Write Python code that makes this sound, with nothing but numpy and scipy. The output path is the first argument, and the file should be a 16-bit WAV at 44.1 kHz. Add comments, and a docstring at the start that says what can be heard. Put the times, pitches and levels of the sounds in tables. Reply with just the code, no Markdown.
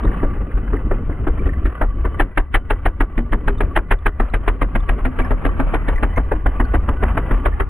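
"""A single-cylinder snowmobile engine idles unevenly on a snowy yard, heard close by as if slowed four-fold.
Each firing is a deep thump, a short swing of pressure that leaves the exhaust pipe ringing.
Bursts of shaped noise make the rasping bark of gas on top, and a fading tone is the muffler's note.
Noise and short damped tones make the rumble, drone, clatter and taps between; panels of the hood ring at times.
The sound falls off steeply above 4 kHz and leaves faint mirror images around 12 kHz."""
import sys
import numpy as np
from scipy import signal
from scipy.fft import rfft, irfft, next_fast_len
from scipy.io import wavfile
from scipy.ndimage import uniform_filter1d, minimum_filter1d, map_coordinates

SR = 44100
rng = np.random.default_rng(int(sys.argv[2]) if len(sys.argv) > 2 else 0)


def volts(x):
    """Linear amplitude factor 10**(x/20) for a level x in dB, scalar or array-like."""
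    e = np.asarray(x, float) / 20
    return 10 ** e


def store_pcm(level_fs):
    """Save levels as 16-bit WAV."""
    pcm = np.round(np.clip(level_fs, -1, 1) * 32767).astype(np.int16)
    wavfile.write(sys.argv[1], SR, np.atleast_2d(pcm).T)


N = 339128  # samples in the scene


def unit(x):
    """Scales a sound to rms 1."""
    return x / np.sqrt(np.mean(x ** 2) + 1e-20)


def even(x, span):
    """Holds the rms near 1 over any span of seconds."""
    power = np.abs(uniform_filter1d(x ** 2, round(span * SR)))
    return x / np.sqrt(power + 1e-9)


def along(points, hz):
    """Reads a curve of (f/Hz, value) points on a log frequency axis."""
    f, v = np.transpose(points)
    return np.interp(np.log(hz + 1), np.log(f + 1), v)


def coloured(x, spectrum):
    """Filters a sound with a (f/Hz, level/dB) spectrum."""
    m = next_fast_len(N + SR // 2)
    gain = volts(along(spectrum, np.fft.rfftfreq(m, 1 / SR)))
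    return irfft(rfft(x, m) * gain, m)[..., :N]


def field(shape, bins, frames):
    """Smooth random values of rms 1 over frequency and time."""
    over_frequency = uniform_filter1d(rng.standard_normal(shape), bins, 0)
    return unit(uniform_filter1d(over_frequency, frames, 1))


def wobble(rate):
    """A smooth random curve with rate random points a second."""
    points = rng.standard_normal(int(N * rate / SR) + 4)
    return map_coordinates(points, [np.arange(N) * rate / SR])


def rush(spectrum, patchy_db, ragged_db=0.0, rate=150):
    """Noise of rms 1 with patches of random gain, broken into knocks by a fast flutter."""
    noise = rng.standard_normal(N) * volts(ragged_db * wobble(rate))
    z = signal.stft(noise, nperseg=512)[2]
    patches = volts(patchy_db * field(z.shape, bins=3, frames=7))
    patchy = signal.istft(z * patches, nperseg=512)[1][:N]
    return unit(coloured(patchy, spectrum))


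def add(track, s, sound):
    """Lays a sound into the track at s seconds."""
    track[round(s * SR):][:len(sound)] += sound


# slow state of the engine before trims and wobbles: t/s, drone level/dB, clatter level/dB,
# pipe ring level/dB, hiss level relative to the bark/dB, rumble level/dB
ENGINE_STATE = [(0.0, -25.5, -33.5, -28, -23, -23), (0.4, -30, -38, -17, -13.5, -24),
                (1.0, -29.5, -40.5, -19, -21.5, -25), (1.452, -28, -38, -19.5, -14, -18.5),
                (1.749, -35, -40, -11, -16, -25), (2.05, -34, -40, -15, -14, -22.5),
                (2.2, -29, -37, -25, -8.5, -28.5), (2.38, -48.5, -51.5, -29.5, -10, -29),
                (2.7, -37, -43, -23.5, -9, -26.5), (3.129, -38.5, -46, -22.5, -11, -27.5),
                (3.6, -27.5, -38, -19, -11.5, -22.5), (3.85, -37.5, -46.5, -28.5, -9.5, -29.5),
                (4.05, -45.5, -46.5, -33, -5.5, -26.5), (4.399, -34.5, -41.5, -15, -11, -28),
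                (4.9, -32, -37, -13.5, -8, -25.5), (5.148, -31.5, -36, -25, -10.5, -23),
                (5.501, -30, -36, -9, -16.5, -21), (6.0, -32, -34.5, -13, -9, -22.5),
                (6.45, -32.5, -38, -12.5, -15.5, -21), (6.8, -31.5, -36, -20.5, -14, -20),
                (7.301, -28, -32, -12, -10, -22), (7.69, -37.5, -42, -20.5, -18, -22.5)]


def state(s):
    """Drone, clatter, pipe ring, hiss and rumble levels in dB at s seconds."""
    when, *levels = np.transpose(ENGINE_STATE)
    return [np.interp(s, when, db) for db in levels]


# noise colours of the pumped air and the crankcase: f/Hz, relative level/dB
RUMBLE_SPECTRUM = [(4, -11.5), (12, 2.5), (25, -1.5), (55, 2), (80, 0), (110, -15.5), (160, -42),
                   (300, -120)]
DRONE_SPECTRUM = [(50, -53.5), (100, 1.5), (183, -3.5), (276, -5.5), (422, -10.5), (600, -23), (1500, -120)]


def rumble_and_drone():
    """Pumping air rumbles and the crankcase drones: two bands of low noise with unsteady levels."""
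    drone_db, *_, rumble_db = state(np.arange(N) / SR)
    rumble = even(rush(RUMBLE_SPECTRUM, patchy_db=0), span=0.51)
    drone = rush(DRONE_SPECTRUM, patchy_db=2.5)
    return volts(rumble_db + 1.6 * wobble(6)) * rumble + volts(drone_db) * drone


def loose_parts(count):
    """Loose parts tap the frame: short damped tones at scattered times, together of rms 1."""
    when, pitch, size = rng.random((count, 3)).T
    t = np.arange(SR // 30) / SR
    hz = 1100 * 2.3 ** pitch[:, None]
    strength = size[:, None] ** -.4 * 1100 / hz  # a few hard taps, many soft ones; high ones weaker
    knocks = strength * np.sin(2 * np.pi * hz * t) * volts(-60 * t / .035) * (1 - np.exp(-t / 0.0011))
    where = (when * N).astype(int)[:, None] + np.arange(len(t))
    return unit(np.bincount(where.ravel(), np.clip(knocks, -2.2, 2.2).ravel(), N + SR)[:N])


# cooling fins that sing: f/Hz, width/Hz, relative level/dB
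FIN_MODES = [(1155, 50, 0.5), (1465, 62, -7.5), (1985, 62, -9), (3034, 75, -21)]


def fins():
    """Narrow metal resonances that come and go, each a thin band of noise."""
    song = np.zeros(N)
    for hz, width, db in FIN_MODES:
        band = [(hz - 3 * width, -50), (hz - width / 2, -3), (hz, 0), (hz + width / 2, -3), (hz + 3 * width, -50)]
        song += rush(band, patchy_db=4) * volts(db + 4.0 * wobble(11))
    return song


# noise colour of clutch and chassis: f/Hz, relative level/dB
CLATTER_SPECTRUM = [(250, -67), (500, 2), (840, -1), (1150, 1), (1590, -6), (2200, -12.5), (3060, -19.5),
                    (4180, -51), (5000, -71), (6500, -120)]


def rattle():
    """Clutch and chassis clatter as knocking noise and small taps; the fins sing along."""
    usual_clatter_db, fin_usual_db, fin_follows = -39, -48.5, 0.58  # fins follow part of the clatter's dB
    clatter_db = state(np.arange(N) / SR)[1]
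    fin_db = fin_usual_db + fin_follows * (clatter_db - usual_clatter_db)
    clatter = even(rush(CLATTER_SPECTRUM, patchy_db=0.0, ragged_db=2.5, rate=95), span=.09)
    clatter = clatter + volts(-10) * loose_parts(count=500)
    return volts(clatter_db - 2.0 + 2.4 * wobble(14)) * clatter + volts(fin_db) * fins()


# noise colours of a bark's low part, rasp and hiss, and of the puff with each firing: f/Hz, relative level/dB
THROAT_SPECTRUM = [(80, -60), (200, -5.5), (270, 3.5), (430, 3), (600, -6.5), (900, -44), (2000, -120)]
RASP_SPECTRUM = [(250, -56.5), (600, -0.5), (950, -1), (1400, -4.5), (1900, -11.5), (3000, -55),
                 (5000, -120)]
HISS_SPECTRUM = [(800, -57.5), (1500, -4.5), (1900, -4.5), (2500, -14.5), (3100, -19), (4300, -41.5),
                 (4700, -42), (6500, -55), (9000, -120)]
PUFF_SPECTRUM = [(20, -29.5), (50, -6.5), (90, 7.5), (150, -7), (220, -16.5), (400, -48.5), (800, -120)]
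# low part of a usual bark, before trims: t/s, level/dB
THROAT_COURSE = [(0.0, -13.5), (0.9, -13.5), (1.6, -16), (2.8, -18.5), (3.6, -16.5), (4.4, -19), (5.4, -17),
                 (6.3, -17), (7.2, -15.5), (7.69, -19.5)]
# firings: bark onset t/s, bark level before trims/dB, muffler note f/Hz,
# time of the thump ahead of the onset/ms, thump level/dB, thump f/Hz
ENGINE_FIRINGS = [(0.044, -22, 400, -19, -7.5, 39.4), (0.23, -16.5, 514, 10, -11, 26.4),
                  (0.402, -32.5, 288, 34.5, -14.5, 40), (0.569, -29.5, 365, 31, -9.5, 42.1),
                  (0.73, -21, 275, 7, -12, 43.6), (0.911, -15.5, 372, 10.5, -11, 25.54),
                  (1.092, -28, 288, 35.5, -18, 32.9), (1.269, -14.5, 290, 10.5, -11, 24.1),
                  (1.458, -21, 272, -1, -7, 41.7), (1.653, -22, 280.5, 9, -9, 42.5),
                  (1.813, -5, 642, 1.7, -10, 30.9), (2.047, -16, 628, 17.5, -13.5, 53.1),
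                  (2.197, -5.5, 298, -1, -8.5, 32.4), (2.374, -6, 289.4, 2.5, -8, 32.6),
                  (2.543, -7, 709, 1.3, -8.5, 32.95), (2.703, -8.5, 422.4, 0, -10, 34.5),
                  (2.856, -8.5, 652, 3, -8.5, 34.9), (3.005, -9.5, 276, 5, -8, 34.1),
                  (3.177, -19, 236.5, 10.5, -11, 29.96), (3.324, -13.5, 219, 9, -10, 30.4),
                  (3.476, -12, 369, 9.5, -10.5, 28.8), (3.606, -10.5, 396, 2.4, -12, 38),
                  (3.76, -3.5, 336, 2, -10, 34.4), (3.91, -8.5, 378, 1, -7.5, 33.7),
                  (4.059, -9.5, 407.6, 5, -10, 32.2), (4.199, -8.5, 235.4, 2, -10, 32.9),
                  (4.338, -11.5, 345, -2, -9.3, 38.7), (4.477, -9.5, 409, 4, -10, 36.15),
                  (4.615, -10, 276, 3, -9.5, 37.4), (4.751, -13, 225.6, 3, -10, 34.24),
                  (4.889, -12, 265, -0.9, -9.5, 36.65), (5.051, -14, 252, 9.5, -11.5, 33.1),
                  (5.188, -11.5, 435, 9.5, -10.5, 31.1), (5.307, -12, 251.6, 1.5, -9, 38.2),
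                  (5.451, -11, 263, 0.5, -10, 39.65), (5.595, -11, 264, 2.5, -12, 35),
                  (5.738, -10, 460, -2.5, -11, 40), (5.882, -12.5, 403, -3.7, -10.5, 38.8),
                  (6.028, -10, 224.4, 0.4, -11, 43.8), (6.172, -10, 242, 4, -9, 40.2),
                  (6.315, -10, 416, -3, -11, 43.6), (6.459, -11.5, 668, -0.2, -8, 43.2),
                  (6.598, -11, 248, -2.7, -9.5, 42.8), (6.738, -11, 318.5, 1.3, -10.5, 40.9),
                  (6.884, -10, 231, 2.4, -9, 44.8), (7.026, -9.5, 228, -0.8, -9.5, 48),
                  (7.171, -10.5, 640, 5, -12, 36.65), (7.31, -15, 444, -5, -8.5, 36.2),
                  (7.455, -6.5, 449, 1.5, -9.5, 43.9), (7.599, -8, 393, 1.9, -10.5, 41.4)]


def barks():
    """Turbulent gas bursts from the port: the low part lingers and rings in the muffler, the hiss is short."""
    usual_bark_db, throat_follows = -10, .2  # the low part takes this share of a bark's extra dB
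    misfire_db = -20.5  # under this the low part loses a further dB per dB
    usual_flow_s, weak_linger, length_scatter_db = 0.013, .16, 1.28  # linger: dB longer per dB weaker
    muffler_cycles = 37  # swings until a note has fallen by 60 dB
    hiss_scatter_db = 2.7  # brightness differs from firing to firing
    lead_in_db, lead_in_s = -26.5, 0.019  # faint hiss that swells just before each onset and fades after it
    lead = .038  # s that each bark's curves start before its onset
    t = np.arange(SR // 4) / SR - lead
    after = np.clip(t, 0, None)
    gates, muffler = np.zeros((4, N + SR)), np.zeros(N + SR)

    def opening(rise):
        """The port uncovers gradually."""
        return 1 / (1 + np.exp(-(t - rise) / rise))

    rebound = np.exp(-((t - .027) / 0.01) ** 2)  # the returning pressure wave drives a second gust
    lead_in = np.exp(-np.abs(t) / lead_in_s) * (1 - np.exp(-(t + lead) / lead_in_s))
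    puff = volts(-19.5) * opening(0.0028) * np.exp(-after / 0.022)  # alike at every firing
    chances = rng.standard_normal((len(ENGINE_FIRINGS), 2))
    for (s, db, muffler_hz, *_), (chance, drawl) in zip(ENGINE_FIRINGS, chances):
        start = s - lead
        strength_db = db - usual_bark_db
        throat_db = np.interp(s, *np.transpose(THROAT_COURSE)) + throat_follows * strength_db
        throat_db += min(db - misfire_db, 0)
        hiss_db = db + state(s)[3] + hiss_scatter_db * chance
        slowness = volts(-weak_linger * strength_db + length_scatter_db * drawl)
        flow = np.exp(-(after / (usual_flow_s * slowness)) ** 1.85)
        throat = opening(0.0013) * (flow + 0.6 * np.exp(-after / 0.024) + 0.28 * rebound)
        rasp = opening(0.0016 * slowness) * (flow + 0.36 * np.exp(-after / 0.019) + 0.075 * rebound)
        hiss = opening(0.0015 * slowness) * (flow + 0.027 * np.exp(-after / 0.011) + 0.055 * rebound)
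        add(gates[0], start, volts(throat_db - 4.5) * throat)
        add(gates[1], start, volts(db - 7) * rasp)
        add(gates[2], start, volts(hiss_db) * hiss + volts(hiss_db + lead_in_db) * lead_in)
        add(gates[3], start, puff)
        note = opening(0.0013) * np.sin(2 * np.pi * muffler_hz * t)
        add(muffler, start, volts(throat_db + 0.5 - 60 * after * muffler_hz / muffler_cycles) * note)
    gas = [rush(THROAT_SPECTRUM, patchy_db=4.0),
           rush(RASP_SPECTRUM, patchy_db=2.0, ragged_db=4.5, rate=300),
           rush(HISS_SPECTRUM, patchy_db=1.0, ragged_db=3.0, rate=300),
           rush(PUFF_SPECTRUM, patchy_db=1.5)]
    return np.sum(gates[:, :N] * even(np.array(gas), span=0.02), axis=0) + muffler[:N]


def push(t, hz):
    """About one and a half swings of pressure, then a quick end."""
    return (0.99 + 0.27 * t * hz) * np.sin(2 * np.pi * hz * t) * np.exp(-(t * hz / 1.536) ** 6)


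# further low thumps without a bark: t/s, level/dB, f/Hz
EXTRA_THUMPS = [(0.677, -16, 48.1), (0.8485, -10, 49.4), (1.217, -18, 61.4), (1.3, -16.5, 48.8),
                (1.966, -17, 38.3), (3.637, -14.5, 63.9), (5.015, -13, 43), (5.944, -13, 29.2),
                (6.675, -15, 49.9), (6.775, -13, 60.7), (7.058, -12, 54.7), (7.527, -16.5, 50.6)]


def thumps():
    """Each firing pushes the gas column, then the pipe rings on; further low thumps come without a ring."""
    pipe_hz, pipe_scatter = 44, .12  # usual ring and its relative spread from firing to firing
    out, t = np.zeros(N + SR), np.arange(SR // 2) / SR
    chances = rng.standard_normal(len(ENGINE_FIRINGS))
    for (s, *_, lead_ms, push_db, push_hz), chance in zip(ENGINE_FIRINGS, chances):
        later = np.clip(t - 3 / 2 / push_hz, 0, None)  # the ring waits for one and a half swings
        ring_hz = pipe_hz * np.exp(pipe_scatter * chance)
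        ring = -np.sin(2 * np.pi * ring_hz * later) * np.exp(-later / 0.072)
        add(out, s - lead_ms / 1000, volts(push_db) * push(t, push_hz) + volts(state(s)[2]) * ring)
    for s, db, hz in EXTRA_THUMPS:
        add(out, s, volts(db) * push(t, hz))
    return out[:N]


# clearest taps of loose parts on the fins: t/s, level/dB
FIN_TAPS = [(0.073, -29), (0.142, -25), (1.3792, -34), (1.7514, -23), (2.1434, -24.5), (5.49, -22.5),
            (6.9691, -30), (7.1028, -26.5)]
# brighter ticks of a small loose part: t/s, level/dB
SMALL_TICKS = [(0.074, -24), (0.115, -27), (0.1994, -28), (0.5144, -28), (0.678, -26), (0.7672, -25),
               (1.125, -25.5), (1.209, -40.5), (1.3175, -32.5), (1.3786, -32.5), (1.491, -28),
               (1.5335, -26.5), (5.5, -28.5), (5.84, -31.5), (5.98, -27), (7.526, -28.5)]
# tones of that small part: f/Hz, relative level/dB
SMALL_PART_MODES = [(1620, -5), (1810, -0.5), (2010, -6)]


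def taps():
    """Single louder knocks ring the fins and a small part ticks: sums of damped tones."""
    tick_scatter_db, tick_t60_s = 4, 0.034
    out, t = np.zeros(N + SR), np.arange(SR // 10) / SR
    strike = 1 - np.exp(-t / 0.001)
    ring = sum(volts(db) * np.sin(2 * np.pi * hz * t) for hz, _, db in FIN_MODES)
    for s, db in FIN_TAPS:
        add(out, s, volts(db - 60 * t / 0.06) * strike * ring)
    chances = rng.standard_normal((len(SMALL_TICKS), len(SMALL_PART_MODES)))
    for (s, db), chance in zip(SMALL_TICKS, chances):
        tick = sum(volts(level + tick_scatter_db * c) * np.sin(2 * np.pi * hz * t)
                   for (hz, level), c in zip(SMALL_PART_MODES, chance))
        add(out, s, volts(db - 60 * t / tick_t60_s) * strike * tick)
    return out[:N]


# hood panels that ring on after some firings: t/s, f/Hz, level/dB, time to fall by 60 dB/s
HOOD_PANELS = [(3.181, 234.5, -21, 0.39), (3.344, 406, -23.5, 0.15), (3.49, 398, -16.5, 0.19),
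               (3.5, 241, -25, 0.32), (5.06, 258.6, -16.5, 0.25), (5.203, 252, -19.5, .3),
               (5.458, 273, -12, 0.12), (5.6, 275, -11.5, 0.12), (6.33, 307, -15, 0.17)]


def panels():
    """Thin sheet metal rings at one low mode, swelling quickly and dying away."""
    out, t = np.zeros(N + SR), np.arange(SR // 2) / SR
    for s, hz, db, t60 in HOOD_PANELS:
        swell = 1 - np.exp(-t / 0.0086)
        add(out, s, volts(db - 60 * t / t60) * swell * np.sin(2 * np.pi * hz * t))
    return out[:N]


# microphone pair, steady part of the balance: f/Hz, left over right level/dB
PAIR_BALANCE = [(60, 1), (150, 0), (350, .5), (700, 2.2), (1400, -.2), (2400, -.6), (5000, -2)]
# microphone pair, strength of the drift: f/Hz, phase/radians
PAIR_WANDER = [(30, .17), (90, .25), (180, .36), (350, .44), (700, .72), (1400, .98), (4000, 1.1)]


def microphones(x):
    """Reflections off hood and snow shift phase and level between two microphones, drifting with time."""
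    hz, t, z = signal.stft(x, SR, nperseg=1024)
    wander = along(PAIR_WANDER, hz)[:, None]
    phase = wander * field(z.shape, bins=6, frames=60)
    tilt_db = along(PAIR_BALANCE, hz)[:, None] + 1.5 * wander * field(z.shape, bins=4, frames=12)
    half = volts(tilt_db / 2) * np.exp(.5j * phase)  # each side takes half of the difference
    return signal.istft(np.array([z * half, z / half]), SR, nperseg=1024)[1][:, :N]


def scene():
    """The idling engine in the open, all layers in stereo."""
    return microphones(rumble_and_drone() + rattle() + barks() + thumps() + taps() + panels())


def limited(x, top):
    """Gain ducks just ahead of peaks over top, alike in both channels."""
    need = np.minimum(1, top / (np.abs(x).max(axis=0) + 1e-9))
    return x * uniform_filter1d(minimum_filter1d(need, size=265), size=133)


def top_cut(x):
    """Nothing passes above the cut-off."""
    return signal.sosfilt(signal.butter(12, 15720, fs=SR, output="sos"), x)


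# band left in the slowed sound: f/Hz, level/dB
SLOW_BAND = [(1, -45.5), (6, -1), (4250, -0.5), (4600, -14), (7000, -13)]
# leak of the slow-down filter: f/Hz, level/dB
MIRROR_LEAK = [(7600, -66.5), (7800, -10.5), (9000, -18), (10000, -26.5), (11000, -39.5), (11500, -51),
               (11850, -73.5), (11930, -110), (12070, -110), (12150, -73.5), (12500, -55.5), (13000, -43),
               (14000, -30.5), (15000, -27), (15700, -26)]


def record(dry):
    """Limiter and band limit; stretching samples four-fold mirrors the sound around the slow sample rate."""
    slow_rate_hz = 12000
    slow = coloured(limited(dry, top=.92), SLOW_BAND)
    mirror = 2 * slow * np.cos(2 * np.pi * slow_rate_hz * np.arange(N) / SR)
    mix = slow + coloured(mirror, MIRROR_LEAK)
    return top_cut(mix)


dry = scene()
out = record(dry)
store_pcm(out)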